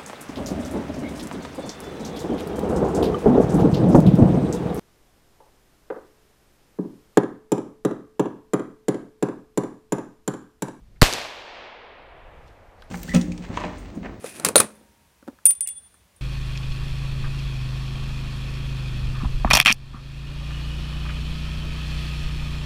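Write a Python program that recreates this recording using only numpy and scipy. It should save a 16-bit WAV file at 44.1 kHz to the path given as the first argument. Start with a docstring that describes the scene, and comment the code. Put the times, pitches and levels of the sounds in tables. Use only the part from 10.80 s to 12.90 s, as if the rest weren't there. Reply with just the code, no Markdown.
"""Light wind and a faint click, then one rifle shot on a woodland track, heard from behind the gun.
The crack and muzzle blast overload the microphone. Near trunks throw back sharp echoes, the
woods a long, dulling roll. The recorder's gain ducks, holds and recovers.
The rifle clicks twice and a sleeve rustles as it is lowered."""
import sys
import numpy as np
from scipy import signal
from scipy.fft import rfft, irfft
from scipy.io import wavfile
from scipy.ndimage import minimum_filter1d

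SR = 44100
rng = np.random.default_rng(int(sys.argv[2]) if len(sys.argv) > 2 else 0)


def master_out(mix):
    """Clip the mix to full scale and print it as 16-bit PCM to the path in sys.argv[1]."""
    frames = np.transpose(np.atleast_2d(mix))
    ceiling = np.clip(frames, -1, 1)
    pcm = np.round(ceiling * 32767).astype(np.int16)
    wavfile.write(sys.argv[1], SR, pcm)


N = 92610
TIME_S = np.arange(N) / SR

SHOT_S = 0.2205
SWING_HZ, SWING_DB, SWING_T60_S = 20.7, 3.5, 0.14
SCATTER_DELAY_S, SCATTER_DB = 0.009, -5.5
AIR_DB_PER_S_AT_1KHZ, AIR_EXPONENT = 2.41, 1.525
REFLECTIONS_PER_S, REFLECTION_GROWTH_S, REFLECTION_POWER_SHARE = 1400, 0.15, 0.3985
HUSH_DB = -66
THRESHOLD_DB, MAX_DUCK_DB, HOLD_S, RECOVER_DB_PER_S = -7, 13.5, 0.68, 21
CLIP_LEVEL, LOWEST_HZ, CUTOFF_HZ = 0.76, 15, 15400

# Noise spectra. Each row: frequency in Hz, relative density in dB.
WIND_SPECTRUM = [(25, 4), (45, 0.5), (90, -5.5), (160, -14.5), (300, -24.5), (600, -41.5), (2000, -69)]
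HUSH_SPECTRUM = [(100, -2), (500, -0.5), (1100, -8.5), (2300, -12.5), (4500, -14.5), (8000, -20),
                 (15000, -24)]
RUSTLE_SPECTRUM = [(300, -2.5), (1500, 4), (4500, 0.5), (8000, -11.5), (15000, -20)]
CRACK_SPECTRUM = [(200, -7), (900, -0.5), (1700, 10), (3000, -5), (4600, 10.5), (6500, -9.5),
                  (15000, -15.5)]
ROLL_SPECTRUM = [(50, -12), (160, -18), (280, -10), (520, -0.5), (850, -1), (1300, -5), (2600, -1),
                 (4600, -3.5), (7500, -9.5), (11000, -14.5), (15000, -14.5)]
SCATTER_SPECTRUM = [(40, -5.5), (130, -4.5), (300, -0.5), (700, -7.5), (1300, 4), (2500, 0), (4800, -4),
                    (8000, -14), (15000, -29)]
# Envelopes. Each row: time in seconds, level in dB.
WIND_ENVELOPE = [(0, -47.5), (.2, -50), (.8, -53.5), (1.3, -47.5), (1.6, -47.5), (1.92, -52), (2.1, -48.5)]
RUSTLE_ENVELOPE = [(1.55, -86), (1.68, -65), (1.8, -77), (1.95, -77.5), (2.01, -64), (2.1, -67.5)]
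ROLL_ENVELOPE = [(.23, -5), (.29, -14.5), (.38, -14), (.45, -18), (.55, -22.5), (.68, -22.5), (.76, -22),
                 (.85, -21.5), (1.05, -27), (1.35, -35.5), (1.7, -44.5), (2.1, -44)]  # before air loss; the far slope returns a second swell
# Handling clicks. Each row: start in seconds, level in dB, T60 in seconds, centre in Hz.
RIFLE_CLICKS = [(.1605, -61, .09, 1751), (1.6735, -64, 0.044, 5500), (1.6795, -54.5, .03, 3474),
                (2.0215, -45.5, 0.019, 3450), (2.0225, -59.5, .012, 12000), (2.0235, -43, 0.024, 1200)]
# Metal fittings. Each row: start in seconds, peak in dB, T60 in seconds, frequency in Hz.
FITTING_MODES = [(2.0217, -50, 0.028, 3940), (2.0234, -42, 0.031, 1570), (2.040, -61, .025, 10330)]
# Action and crack. Each row: start in seconds, level of the added step in dB; the first, low step is the firing
# pin's action.
ACTION_AND_CRACK_STEPS = [(0.2149, -20.5), (0.2166, -4), (.2190, 19)]
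# Muzzle blast and ground bounces. Each row: arrival in seconds, peak in dB, push length in seconds.
SHOCK_FRONTS = [(0.2208, 29, .0028), (0.2275, 20, 0.00048), (0.2291, 17, .0024)]
# Trunk and bank echoes. Each row: start in seconds, level in dB, T60 in seconds, centre in Hz.
ECHO_BURSTS = [(.2295, -3, 0.012, 5000), (.2378, -19, .012, 6043), (.2535, -3.5, .015, 2004),
               (.2590, -3, .008, 2181), (.2672, -17, 0.016, 9000), (.2825, -10, 0.084, 557),
               (.3240, -17, 0.19, 396), (.3272, -5, .008, 3900), (.3362, 2.5, 0.0066, 4150),
               (.3810, -14.5, 0.036, 790), (.4160, -16.5, 0.0074, 4900)]
# Decay of the undergrowth scatter. Each row: frequency in Hz, T60 in seconds.
SCATTER_T60 = [(100, 0.65), (350, 0.52), (1500, 0.16), (5000, 0.23), (12000, 0.66)]


def from_db(db):
    """Decibels to gain."""
    return 10 ** (np.asarray(db) / 20)


def envelope(rows):
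    """Gain over time, interpolated in dB."""
    return from_db(np.interp(TIME_S, *np.transpose(rows)))


def unit_rms(x):
    """Scale to unit power."""
    return x / np.sqrt(np.mean(x ** 2) + 1e-20)


def at_hz(rows, hz):
    """Interpolate over log frequency."""
    row_hz, values = np.transpose(rows)
    return np.interp(np.log(hz), np.log(row_hz), values)


def decay(start_s, t60_s):
    """Jump to one, then fall 60 dB per T60."""
    return (TIME_S >= start_s) * from_db(-60 * np.maximum(TIME_S - start_s, 0) / t60_s)


def damped_sine(start_s, db, t60_s, hz):
    """One decaying mode."""
    return from_db(db) * decay(start_s, t60_s) * np.sin(2 * np.pi * hz * (TIME_S - start_s))


def white():
    """Gaussian noise."""
    return rng.standard_normal(N)


def noise(spectrum, source=white):
    """Shape a source to a spectrum, at unit power."""
    hz = np.maximum(np.arange(N // 2 + 1) * SR / N, 1)
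    gain = from_db(at_hz(spectrum, hz)) * (hz > LOWEST_HZ)
    return unit_rms(irfft(rfft(source()) * gain, N))


def bursts(rows):
    """Decaying noise bursts, about an octave wide."""
    out = np.zeros(N)
    for start_s, db, t60_s, hz in rows:
        band = signal.butter(2, [hz / 1.4, min(hz * 1.4, CUTOFF_HZ)], "band", fs=SR, output="sos")
        out += from_db(db) * decay(start_s, t60_s) * unit_rms(signal.sosfilt(band, white()))
    return out


def die_away(x, start_s, loss_db_per_s):
    """Silent until the start; then each frequency fades at its own rate."""
    hz, frame_s, frames = signal.stft(x, SR, nperseg=512)
    age_s = np.maximum(frame_s - start_s, 0)
    loss_db = loss_db_per_s(np.maximum(hz, LOWEST_HZ))[:, None] * age_s
    faded = signal.istft(frames * from_db(-loss_db), SR, nperseg=512)[1]
    return (TIME_S >= start_s) * faded[:N]


def breeze():
    """Low wind on the microphone over the faint hush of the woods."""
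    wind = envelope(WIND_ENVELOPE) * noise(WIND_SPECTRUM)
    return wind + from_db(HUSH_DB) * noise(HUSH_SPECTRUM)


def handling():
    """The rifle clicks in the hands, its fittings ring, a sleeve rustles."""
    rings = sum(damped_sine(*mode) for mode in FITTING_MODES)
    rustle = envelope(RUSTLE_ENVELOPE) * noise(RUSTLE_SPECTRUM)
    return bursts(RIFLE_CLICKS) + rings + rustle


def crack():
    """A faint action click, then milliseconds of bright noise rising in steps until the blast arrives."""
    steps = sum(from_db(db) * (TIME_S >= start_s) for start_s, db in ACTION_AND_CRACK_STEPS)
    return noise(CRACK_SPECTRUM) * steps * (TIME_S < SHOT_S)


def muzzle_blast():
    """Each shock front is a sudden push and a longer suction; the microphone swings slowly after."""
    out = damped_sine(SHOT_S, SWING_DB, SWING_T60_S, SWING_HZ)
    for start_s, db, push_s in SHOCK_FRONTS:
        age = np.maximum(TIME_S - start_s, 0) / push_s
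        out -= from_db(db) * (TIME_S >= start_s) * (1 - age) * np.exp(-age)
    return out


def trunk_reflections():
    """Single reflections crowd together as the sound spreads, over a diffuse wash."""
    age_s = np.maximum(TIME_S - SHOT_S, 0)
    rate_per_s = np.minimum(REFLECTIONS_PER_S * (1 + (age_s / REFLECTION_GROWTH_S) ** 2), SR)
    arrivals = rng.random(N) < rate_per_s / SR
    singles = arrivals * white() * np.sqrt(SR / rate_per_s)  # unit power at any rate
    return np.sqrt(REFLECTION_POWER_SHARE) * singles + np.sqrt(1 - REFLECTION_POWER_SHARE) * white()


def woods_roll():
    """Long roll of reflections; the air absorbs treble with distance travelled."""
    roll = noise(ROLL_SPECTRUM, trunk_reflections)
    dulled = die_away(roll, SHOT_S, lambda hz: AIR_DB_PER_S_AT_1KHZ * (hz / 1000) ** AIR_EXPONENT)
    return envelope(ROLL_ENVELOPE) * dulled


def echoes():
    """Distinct returns: bright off trunks, dull off banks."""
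    return bursts(ECHO_BURSTS)


def near_scatter():
    """Leaf litter and undergrowth scatter the blast straight back."""
    scatter = from_db(SCATTER_DB) * noise(SCATTER_SPECTRUM, trunk_reflections)
    return die_away(scatter, SHOT_S + SCATTER_DELAY_S, lambda hz: 60 / at_hz(SCATTER_T60, hz))


def scene():
    """Mono sum at the microphone."""
    return (breeze() + handling() + crack() + muzzle_blast() + woods_roll() + echoes() + near_scatter())[None]


def gain_control(x):
    """Gain drops at once on a loud sound, holds, then creeps back."""
    over_db = np.clip(20 * np.log10(np.abs(x) + 1e-9) - THRESHOLD_DB, 0, MAX_DUCK_DB)
    half_hold = int(HOLD_S * SR / 2)
    held_db = -minimum_filter1d(-over_db, 2 * half_hold + 1, origin=half_hold, mode="constant")
    ramp_db = RECOVER_DB_PER_S * TIME_S
    duck_db = np.maximum.accumulate(held_db + ramp_db) - ramp_db
    return x * from_db(-duck_db)


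def record(dry):
    """Gain control, overload, steep low-pass."""
    drive = gain_control(dry[0]) / CLIP_LEVEL
    clipped = CLIP_LEVEL * drive / (1 + drive ** 4) ** (1 / 4)
    lowpass = signal.butter(24, CUTOFF_HZ, fs=SR, output="sos")
    return signal.sosfiltfilt(lowpass, clipped)[None]


dry = scene()
out = record(dry)
master_out(out)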